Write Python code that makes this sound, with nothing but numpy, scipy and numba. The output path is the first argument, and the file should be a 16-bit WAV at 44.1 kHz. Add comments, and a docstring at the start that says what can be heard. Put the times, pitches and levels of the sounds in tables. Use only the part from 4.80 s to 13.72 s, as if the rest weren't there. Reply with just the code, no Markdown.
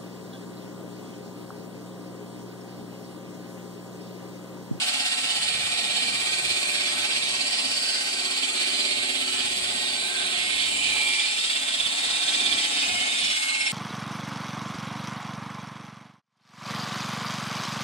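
"""A large circular blade grinds through a wet stone block; its rim scrapes almost alike on every turn.
The scraping is noise that partly recurs each turn; it drives resonances of blade, guard and frame,
and steady tones sing out over them. Cooling water fizzes off the rim; low gusts and thuds rumble below.
Place: a factory hall. Microphone: a hand-held phone a metre away, its left port open to the treble,
its right port muffled but resonant."""
import sys
import numpy as np
from scipy import signal
from scipy.fft import rfft, irfft, next_fast_len
from scipy.io import wavfile
from scipy.ndimage import uniform_filter1d, map_coordinates
from numba import njit

SR = 44100
rng = np.random.default_rng(int(sys.argv[2]) if len(sys.argv) > 2 else 0)


def digitize_waveform(pressure):
    """Quantize a signal to 16-bit integers and store it at the path in sys.argv[1].

    Rows of a 2-D input are taken as channels; values are limited to [-1, 1].
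    """
    field = np.atleast_2d(pressure).T
    bounded = np.clip(field, -1, 1)
    quanta = np.round(bounded * 32767).astype(np.int16)
    wavfile.write(sys.argv[1], SR, quanta)


N = 393372
TURN = 2651  # samples in one turn of the blade
HZ = np.fft.rfftfreq(2 * next_fast_len(N // 2 + 1, True), 1 / SR)  # filter bins


def undb(db):
    """Decibels to gain."""
    return 10 ** (np.asarray(db) / 20)


def curves(table):
    """Table columns at every sample."""
    s, *columns = np.transpose(table)
    return [np.interp(np.arange(N) / SR, s, c) for c in columns]


def over_hz(table):
    """Table columns at every frequency bin, straight lines over log frequency."""
    hz, *columns = np.transpose(table)
    return np.array([np.interp(np.log(HZ + 1), np.log(hz), c) for c in columns])


def shape(x, gain):
    """Filter by a gain for each frequency bin."""
    return irfft(rfft(x, 2 * len(HZ) - 2) * gain)[..., :N]


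def below(hz):
    """Gain per bin of a steep low-pass."""
    return 1 / (1 + (HZ / hz) ** 16)


def unit(x):
    """Scale so that the mean of the channels has rms 1."""
    return x / np.sqrt(np.mean(np.mean(x, axis=0) ** 2))


def walk(rate):
    """Random levels held about 1 / rate s and slewed twice; spread near 1."""
    step = 64  # samples between computed points
    k = int(SR / rate / step)
    held = np.repeat(rng.standard_normal(N // step // k + 2), k)
    slow = 1.47 * uniform_filter1d(uniform_filter1d(held, k), k)
    return np.interp(np.arange(N) / step, np.arange(len(slow)), slow)


def swells(events, rest_db):
    """Gain over time: smooth humps on a resting level, summed as powers."""
    t = np.arange(0, N, 64) / SR
    power = undb(2 * rest_db)
    for middle, length, peak_db in events:
        hump = np.cos(np.pi * np.clip((t - middle) / length, -.5, .5)) ** 4
        power = power + undb(2 * peak_db) * hump
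    return np.interp(np.arange(N) / SR, t, np.sqrt(power))


# Low gusts and thuds on the phone, before the lift of the deepest part.
# Each row: middle in seconds, length in seconds, peak level in dB.
GUSTS = [(.45, 0.091, -56), (.78, 0.65, -51), (1.1, 0.33, -58), (1.37, 0.45, -52), (1.55, 0.16, -54),
         (1.68, 0.32, -50.5), (1.87, 0.16, -56), (2.0, 0.13, -55), (2.2, .2, -57), (2.5, 0.75, -58.5),
         (2.88, 0.17, -57), (3.15, 0.1, -66), (4.18, 0.25, -56), (4.75, 1.1, -56.5), (5.45, .15, -59),
         (5.85, 0.98, -58.5), (6.1, 0.18, -59), (7.04, 0.19, -56), (7.33, 0.2, -56), (7.45, .12, -60),
         (7.72, 0.34, -58), (8.14, 0.3, -52), (8.46, 0.17, -55)]
# Colour of the rumble. Each row: frequency in Hz, relative level in dB.
RUMBLE_COLOUR = [(20, -15), (40, -8), (100, -1), (170, 0), (250, -10), (400, -35)]
# Lift of the deepest rumble. Each row: time in seconds, lift in dB.
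DEEP_LIFT = [(0, 12), (1, -6), (2.8, -5), (3.45, 7), (4.1, 5), (5.5, 6), (7.9, 7), (8.9, -1)]


def rumble():
    """Low gusts and handling: noise partly shared by the ports, stronger on the left, deep and upper apart."""
    rest_db, flicker_db = -67.5, 0.5  # level between the gusts, spread of the flicker
    shared, left, right = shape(rng.standard_normal((3, N)), undb(over_hz(RUMBLE_COLOUR)[0]))
    both = unit(np.array([undb(1.0) * (shared + left), undb(-2.5) * (shared + right)]))
    deep = shape(both, 1 / (1 + (HZ / 60) ** 6))
    upper = both - deep
    deep_gain = undb(curves(DEEP_LIFT)[0] + flicker_db * walk(21))
    upper_gain = undb(flicker_db * walk(21))
    return swells(GUSTS, rest_db) * (deep * deep_gain + upper * upper_gain)


# Throb once a turn, before each layer's own scale. Each row: time in seconds, depth in dB.
BITE = [(0, 1.8), (1.5, 1), (2.8, 1.23), (3.5, 1.27), (4.6, 1.44), (5.4, -0.6), (6.4, 1.5), (7.7, 1.5),
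        (8.2, 1), (8.9, 1.5)]


def throb(scale):
    """Gain of a blade slightly out of true, which bites harder once a turn; a second harmonic skews the bite."""
    depth_db = curves(BITE)[0]
    angle = 3.73 - 0.13 * np.arange(N) / SR  # rad; the hardest bite slips slowly round the turn
    turn = 2 * np.pi * np.arange(N) / TURN + angle
    return undb(scale * depth_db * (np.cos(turn) + 0.38 * np.cos(2 * turn + 0.28)))


# Colour of the water at the ports. Each row: frequency in Hz, left and right relative level in dB.
SPRAY_COLOUR = [(8000, -20, -30), (10500, -4, -20), (11500, -2, -18), (13000, -7, -23), (15000, -11, -33)]


def spray():
    """Cooling water flung off the rim: a fine high noise fizz, in bands of randomly wavering level."""
    out, colour = 0, undb(over_hz(SPRAY_COLOUR))
    for hz in (9500, 10800, 12100, 13400, 14700):
        band_gain = colour * np.exp(-((HZ - hz) / 900) ** 2)
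        band = shape(rng.standard_normal((2, N)), band_gain)
        out = out + band * undb(1.1 * walk(10) + 2.7 * walk(30))
    level_db = np.linspace(-55.5, -58.5, N)
    return unit(out) * undb(level_db) * throb(1.3)


# Turn orders that sound beside a tone. Each row: offset in orders, relative level in dB.
NEIGHBOURS = [(-2, -9), (-1, -4), (1, 0), (2, -5), (3, -10)]


def beating(rough):
    """Complex gain of a tone with neighbouring turn orders, drifting in phase, so it flutters once a turn."""
    at = np.arange(0, N + 32, 32)
    order, db = np.transpose(NEIGHBOURS)
    steps = rng.standard_normal((len(NEIGHBOURS), len(at)))
    start = 2 * np.pi * rng.random((len(NEIGHBOURS), 1))
    drift = np.cumsum(steps, axis=1) * .09 + start
    orders = np.exp(1j * (2 * np.pi * np.outer(order, at) / TURN + drift))
    near = undb(db) @ orders / np.linalg.norm(undb(db))
    return np.interp(np.arange(N), at, np.sqrt(1 - rough) + np.sqrt(rough) * near)


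# Steady tones of frame and blade, and a low hum at 99.8 Hz. Each row: frequency in Hz, left minus right in dB,
# phase wander in rad, how strongly it follows the bite (exponent), share of neighbouring turn orders 0-1.
TONES = [(266.1, 6.3, .8, 1.6, 0), (299.4, 6, .9, 1.6, 0), (365.9, 7.4, 1.3, 1, .15),
         (598.8, 4.4, 1., 1, 0), (731.9, 1.6, .6, .8, .1), (1330.6, -.6, 1.4, 1., .25),
         (2163.6, -4.3, 2., 1.6, .25), (2362.1, -6.7, 3.5, 1.8, .6), (3478.5, -11, 4.5, 4.5, .35),
         (3678.7, -10.3, 2.5, .8, .2), (4521.5, -11.5, 8., 3, .6), (99.8, 4, .8, 1, 0),
         (3040, -10, 4., 3.5, .4), (3550, -10, 4.5, 3.5, .4), (1064.6, 1, 1., 1, .2),
         (4620, -10, 6., 3, .7), (5390, 3, 6., 4.5, .3), (2415, -7, 3., 2.5, .7), (2510, -7, 4., 3.5, .4),
         (2931, -9, 2., 2, .4), (2665, -8, 3., 2, .6), (3245, -10, 3., 4, .3), (4860, -6, 7., 3, .8),
         (4975, -3, 7., 3, .8), (4378, -11, 5., 2.5, .6), (2778, -6, 4., 2.5, .6), (3876, -10, 4., 2.5, .5),
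         (1763.3, 1.5, 1.5, 1, .2), (1896.4, -2, 1.5, 1, .2), (6458, 15, 3., 1, .3)]
# Level of each tone in turn between its swells, in dB, before throb and flicker.
TONE_REST_DB = [-62, -60, -71, -58, -83, -67.5, -54, -49.5, -58, -60, -66, -80, -70, -69, -70, -71, -53.5,
                -50, -55, -67, -46, -79, -66, -55, -64, -52, -50, -73, -53.5, -113]
# One list of swells for each tone in turn, before throb and flicker.
# Each row: middle in seconds, length in seconds, peak level in dB.
TONE_SWELLS = [
    [(.4, 0.31, -50), (1.35, 0.27, -50), (2.1, 0.95, -52), (4.3, 4.1, -51), (7, 1.3, -57.5),
     (7.9, 1.4, -55)],
    [(1.85, 0.77, -55), (3.9, 0.72, -59), (5.8, 1., -53), (7.7, 1.9, -51.5)],
    [(2, 2.5, -52), (3.8, 2.4, -50.5), (4.8, 3.3, -50.5), (5.5, 0.51, -53), (6.25, 0.82, -53),
     (7.7, 0.63, -53)],
    [(.3, 1., -66), (2, 1.9, -49.5), (2.75, 1.8, -51.5), (4.1, 0.97, -53), (4.8, 0.85, -54.5),
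     (7.5, 1, -61)],
    [(.3, 2.7, -50), (1.75, 1.8, -54.5), (3.1, 2.2, -60), (4.1, 1.2, -56), (4.9, 1.2, -54), (5.7, 1.1, -53),
     (7.5, 1.2, -51)],
    [(.5, 2.1, -51.5), (3.75, 1.1, -56), (4.5, 0.41, -50), (7.4, 5.5, -53)],
    [(2.2, 1.5, -46.5), (4.2, 0.75, -47), (5.7, 0.56, -42), (6.3, .5, -46), (8.2, 0.75, -44),
     (8.8, 0.94, -39)],
    [(1.0, 1.8, -45), (1.6, 1.4, -42), (2.1, 1.2, -42), (2.5, 0.77, -42.5), (3.9, 2.1, -43),
     (5.3, 0.76, -47), (5.75, 0.6, -40), (6.25, 1.1, -34.5), (7.65, 0.6, -39), (8.5, 0.98, -47)],
    [(1.8, .6, -49), (3.7, .5, -42), (6.5, 0.73, -41), (7.03, 0.24, -36.5), (7.45, 0.33, -42),
     (7.7, 0.49, -37), (8.4, 0.42, -38)],
    [(5.85, .6, -43), (6.5, .9, -39), (7.0, .6, -39), (7.3, 0.7, -36), (7.58, 0.65, -34), (8.0, 0.5, -39)],
    [(.4, 1.1, -48), (1.5, 0.73, -40.5), (3.1, 3.5, -41), (3.9, 0.79, -42), (4.4, 1.7, -45),
     (5, 1.5, -40.5), (5.8, 0.27, -41), (7.5, 0.54, -57)],
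    [(.75, 0.65, -63), (2.2, 0.58, -62), (4.7, 1.7, -61.5), (5.9, 1.75, -60.5), (8.1, 0.55, -67)],
    [(2.7, 1.5, -54), (4.2, 1.2, -58), (6., 1.9, -41), (8.2, 1.3, -44)],
    [(1.5, 1.4, -48), (4., 0.75, -50), (6.95, 0.85, -41), (7.6, 0.8, -39), (8.45, 0.51, -39)],
    [(3.8, .6, -54), (4.7, 1.2, -62), (5.4, 1, -57)],
    [(3, 1.7, -39.5), (7.4, 0.56, -56)],
    [(3, .8, -66.5), (7.1, 1, -50), (8, 1, -42), (8.5, 0.57, -40.5), (8.85, 0.52, -43)],
    [(1., .8, -46), (1.9, 0.93, -43)],
    [(1.7, 1.2, -48), (5.65, 0.72, -48), (8.1, 0.46, -38.5), (8.45, 0.75, -44.5), (8.85, .3, -51)],
    [(8.15, .5, -46), (8.5, 0.32, -40), (8.7, 0.18, -45)],
    [(2.35, .4, -43), (5.9, 0.59, -44), (6.9, 0.41, -49), (8.8, 0.44, -43)],
    [(7.05, 0.66, -43), (7.7, 0.79, -39.5)],
    [(2.8, 0.27, -44), (3.1, 0.7, -40), (8.1, .5, -48)],
    [(2.8, 0.2, -41), (3.1, 0.44, -43)],
    [(2, 1., -45), (3., 1, -47), (3.6, 0.53, -43), (5.8, .6, -51.5)],
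    [(.2, 1.24, -42)],
    [(1.3, 1.2, -46), (2.4, 0.87, -43), (4.2, 1, -45)],
    [(.5, 1.2, -61), (6.4, 0.64, -51), (7.7, .9, -52), (8.5, 1.2, -55)],
    [(.3, 0.77, -55), (1.5, .9, -56), (7., 3., -62)],
    [(6.8, 1.5, -55), (8., 2.5, -45)],
]


def tones(lag_ms):
    """Sine tones of frame and blade, and a low hum, sing out; the phase wanders, a little differently at each
    port."""
    out, t, turn = 0, np.arange(N) / SR, throb(0.74)
    for tone, events, rest_db in zip(TONES, TONE_SWELLS, TONE_REST_DB):
        hz, pan_db, wander, bite, rough = tone
        left = 2 * np.pi * hz * t + wander * walk(6)
        right = left - 2 * np.pi * hz * lag_ms / 1000 + 0.17 * wander * walk(4)
        phases = np.array([left, right])
        wave = np.imag(beating(rough) * np.exp(1j * phases))
        wave = unit(wave * undb([[pan_db], [0]]))
        out = out + swells(events, rest_db) * turn ** bite * undb(1.35 * walk(15)) * wave
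    return out


def recurring(memory):
    """Noise of which each turn keeps a part of the turn before."""
    turns = rng.standard_normal((N // TURN + 1, TURN))
    turns[1:] *= np.sqrt(1 - memory ** 2)
    for k in range(1, len(turns)):
        turns[k] += memory * turns[k - 1]
    return turns.ravel()[:N]


# Scraping that comes back turn after turn.
# Each row: frequency in Hz, power share returning for many turns, power share returning for a few.
REPEAT = [(300, 0.58, 0.02), (760, 0.19, 0.15), (1540, 0.042, 0.5), (2500, 0.35, 0.42), (3960, 0.16, 0.25),
          (5860, 0.039, 0.069), (9050, 0.12, 0.11), (12000, 0.01, 0.01)]


def scraping():
    """Rim on stone: the shape of the rim returns, wet grit returns briefly, the rest is new noise."""
    many, few = np.clip(over_hz(REPEAT), 0, .99)
    new = np.clip(1 - many - few, 0, 1)
    rim = shape(recurring(0.936), np.sqrt(many))
    grit = shape(recurring(0.65), np.sqrt(few))
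    return rim + grit + shape(rng.standard_normal(N), np.sqrt(new))


# How alike the scraping is at the two ports. Each row: frequency in Hz, likeness 0-1.
LIKENESS = [(100, 0.9), (500, 0.38), (1200, 0.51), (2300, 0), (3500, 0.77), (5000, 0), (6500, 0.28)]


def scraping_at_ports(lag_ms):
    """The right port hears the scraping later; the left one also gets what the hall returns, as other noise."""
    direct, hall = scraping(), scraping()
    heard_at = np.arange(N) - lag_ms * SR / 1000
    late = map_coordinates(direct, [heard_at], order=3, mode="nearest")
    like = np.clip(over_hz(LIKENESS)[0], 0, 1)
    left = shape(direct, like) + shape(hall, np.sqrt(1 - like ** 2))
    return np.array([left, late])


# Ringing modes of the blade. Each row: frequency in Hz, width in Hz, left and right relative level in dB.
BLADE = [(2000, 35, -18, -15), (2096, 35, -18, -10), (2162, 25, -18, -12), (2291, 35, -20, -12),
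         (2372, 45, -13, -5), (2430, 35, -17, -8), (2516, 55, -17, -6), (2650, 40, -18, -9),
         (2719, 45, -16, -7), (2785, 45, -17, -9), (2936, 35, -19, -11), (3027, 60, -16, -5),
         (3190, 45, -21, -9), (3252, 45, -18, -8), (3343, 45, -17, -10), (3480, 50, -18, -7),
         (3555, 45, -19, -7), (3693, 45, -19, -5), (3750, 50, -20, -7), (3876, 55, -20, -7),
         (3945, 35, -22, -9), (4058, 40, -18, -7), (4121, 35, -18, -3), (4212, 40, -23, -9),
         (4375, 50, -20, -5), (4512, 55, -18, -7), (4616, 50, -16, -9), (4741, 40, -20, -14),
         (4894, 55, -14, -13), (5065, 35, -19, -16), (5115, 35, -18, -19), (5269, 50, -15, -19),
         (5339, 35, -17, -21), (5402, 45, -18, -18), (5485, 35, -23, -22), (5838, 19, -15.9, -22.1),
         (6070, 13, -21.0, -29.0), (6274, 44, -18.1, -31.5), (6460, 16, -19.2, -52.5),
         (6829, 21, -17.3, -57.3), (7197, 45, -14.0, -51.0), (7453, 24, -12.8, -54.4),
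         (7566, 24, -13.7, -54.6), (8053, 45, -11.0, -57.5), (8341, 26, -11.7, -59.0),
         (8810, 45, -11.7, -60.1), (9004, 45, -12.5, -59.1), (9238, 34, -13.7, -60.4),
         (9771, 24, -21.9, -59.4), (10912, 29, -27.7, -60.8)]
# Ringing modes of the frame. Each row: frequency in Hz, width in Hz, left and right relative level in dB.
FRAME = [(269, 40, -17.0, -23.2), (401, 8, -20.3, -30.7), (740, 50, -20, -21), (852, 60, -15, -23),
         (945, 50, -22, -29), (1060, 25, -26, -30), (1145, 55, -23, -24), (1243, 30, -26, -24),
         (1334, 30, -22, -21), (1447, 40, -24, -25), (1563, 55, -17, -18), (1630, 35, -19, -20),
         (1759, 30, -18, -17), (1821, 35, -20, -17), (1895, 20, -20, -16), (1938, 30, -20, -17)]


def ringing(force, waver_db, flicker_db):
    """Every mode rings in both ports; its level wanders at random."""
    out = 0
    for hz, width, left_db, right_db in BLADE + FRAME:
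        # two passes of a wider resonance: the stated width with steep skirts, so the gaps stay dark
        peak = signal.iirpeak(hz, hz / width * np.sqrt(np.sqrt(2) - 1), fs=SR)
        ring = signal.sosfilt([np.concatenate(peak)] * 2, force)
        wander = undb(waver_db * walk(2.61) + flicker_db * walk(10))
        out = out + ring * wander * undb([[left_db], [right_db]])
    return out


# How sharply lesser modes stand out. Each row: frequency in Hz, sharpness 0-1.
CROWD = [(600, .4), (5400, .4), (6000, 1.), (12000, 1.)]


def small_modes(spacing_hz, width_hz, spread_db):
    """Gain per bin of the crowd of lesser modes, one placed by chance in every stretch of spacing_hz."""
    place, strength = rng.random((1000, 2)).T
    at = ((np.arange(len(place)) + place) * spacing_hz / HZ[1]).astype(int)
    peaks = np.zeros(at[-1] + len(HZ))
    peaks[at] = undb(2 * spread_db * strength)
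    near = HZ[HZ < 400]
    skirt = 1 / (1 + (2 * np.r_[near[:0:-1], near] / width_hz) ** 2)
    power = signal.fftconvolve(peaks[:len(HZ)], skirt, mode="same") + 1e-3
    return (power / np.mean(power)) ** (np.clip(over_hz(CROWD)[0], 0, 1) / 2)


@njit
def moving_resonance(x, hz, width):
    """State-variable band-pass with a moving centre, gain 1 there."""
    y, band, low = np.empty(len(x)), 0., 0.
    for i in range(len(x)):
        g, k = np.tan(np.pi * hz[i] / SR), width / hz[i]
        v = (band + g * (x[i] - low)) / (1 + g * (g + k))
        band, low, y[i] = 2 * v - band, low + 2 * g * v, k * v
    return y


def patchy(x, edges, depth_db):
    """The level of each band between the edges (Hz) wanders at random."""
    under = [0] + [below(hz) for hz in edges] + [1]
    return sum(shape(x, hi - lo) * undb(depth_db * walk(6.4)) for lo, hi in zip(under, under[1:]))


# The cut, before the lean of the blade. 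Each row: time in seconds, level of the blade's body in dB,
# centre of the loudest ringing in Hz, level of the upper modes in dB.
CUT = [(0.1, -31.5, 3160, -34), (0.8, -31.5, 3330, -36.5), (2.14, -30.5, 3360, -35.5),
       (2.29, -31.5, 3240, -36), (3.1, -34.5, 2930, -34.5), (3.66, -32.5, 3240, -36.5),
       (4.56, -31.5, 3100, -39.5), (5.09, -32.5, 3630, -39.5), (5.36, -32.5, 3620, -42),
       (5.48, -31.5, 3350, -39), (5.83, -29, 3430, -35.5), (5.95, -33, 3060, -39.5), (6.05, -29, 3180, -36),
       (6.66, -30, 3540, -35.5), (6.85, -31, 3340, -38), (7.53, -29.5, 3480, -36),
       (8.17, -30.5, 3000, -37.5), (8.56, -31.5, 3420, -37.5), (8.8, -32.5, 2830, -39),
       (8.85, -31.5, 2930, -42)]
# The hand turns the phone. Each row: time in seconds, lean of the blade to the left in dB,
# lag of the right port in ms.
PHONE = [(0, 1.5, 0.16), (2.5, 2.5, 0.19), (5, 1.5, 0.21), (5.6, -0.5, 0.24), (6.6, 4.5, 0.28),
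         (8.9, 5, 0.28)]
# Scraping between the modes. Each row: frequency in Hz, left and right relative level in dB.
HISS = [(61, -26, -30), (480, -24, -30), (740, -23, -28), (900, -29, -35), (1300, -33, -33),
        (1870, -28, -27), (2520, -23, -17), (3900, -26, -15), (4510, -25, -17), (5000, -27, -28),
        (5550, -30, -33), (6130, -30, -41), (8600, -17, -52), (10230, -30, -55), (11500, -38, -58),
        (15400, -40, -79)]
# The frame's hum. Each row: time in seconds, level in dB.
FRAME_LEVEL = [(0.1, -49.5), (1.17, -45), (1.88, -46.5), (3.52, -48.5), (4.09, -47.5), (6.21, -46.5),
               (6.36, -54), (7.7, -46), (8.52, -48.5), (8.58, -60), (8.83, -54), (8.88, -51.5)]
# The guard's ringing. Each row: time in seconds, level in dB.
GUARD_LEVEL = [(0.1, -45.5), (0.37, -44.5), (1.24, -47.5), (1.37, -45), (5.22, -47), (6.1, -45.5),
               (6.7, -47), (7.63, -43.5), (8.61, -46.5), (8.65, -44.5), (8.85, -46)]


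def saw():
    """Blade, guard and frame driven by the scraping, as the two ports hear them."""
    body_db, loud_hz, upper_db = curves(CUT)
    lean_db, lag_ms = curves(PHONE)
    force = scraping_at_ports(lag_ms)
    under = [below(hz) for hz in (170, 780, 1650, 4200, 6300, 11000)]

    # the frame and the finest grit follow the bite less
    bite = throb(1.22) * undb(0.074 * walk(2.8) + 1.06 * walk(20))
    low = shape(force, under[2]) * throb(1.0)
    middle = shape(force, under[4] - under[2]) * bite
    fine = shape(force, 1 - under[4]) * throb(0.82)
    force = low + middle + fine

    crowd = small_modes(spacing_hz=65, width_hz=18, spread_db=5)
    rings = ringing(force, waver_db=1.5, flicker_db=1.8)
    rings[1] = shape(rings[1], under[4])  # the muffled port loses the treble
    # a quarter cycle between scraping and ringing lets them add without cancelling in the gaps
    hiss = shape(force, 1j * undb(over_hz(HISS)) * crowd)
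    sound = hiss + undb(-4.5) * rings
    frame, guard, body, upper, treble = (shape(sound, hi - lo) for lo, hi in zip(under, under[1:]))

    # the group of modes that rings loudest moves during the cut
    body = body + .8 * np.array([moving_resonance(port, loud_hz, 450.) for port in body])
    blade = unit(body) * undb(body_db) + unit(upper) * undb(upper_db)
    blade = blade * undb([lean_db / 2, -lean_db / 2])
    frame = unit(patchy(frame, (330, 455, 566, 640), depth_db=1.0)) * undb(curves(FRAME_LEVEL)[0])
    guard = unit(patchy(guard, (944, 1070, 1200, 1400), depth_db=1.5)) * undb(curves(GUARD_LEVEL)[0])
    treble = unit(treble) * undb(-36.5 + 0.5 * walk(4.03))
    return blade + frame + guard + treble + tones(lag_ms)


def scene():
    """The rumble on the phone, the water, and the saw a metre away."""
    return rumble() + spray() + saw()


def record(dry):
    """The phone cuts the top steeply above 15150 Hz."""
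    return signal.sosfilt(signal.ellip(16, .3, 80, 15150, fs=SR, output="sos"), dry)


dry = scene()
out = record(dry)
digitize_waveform(out)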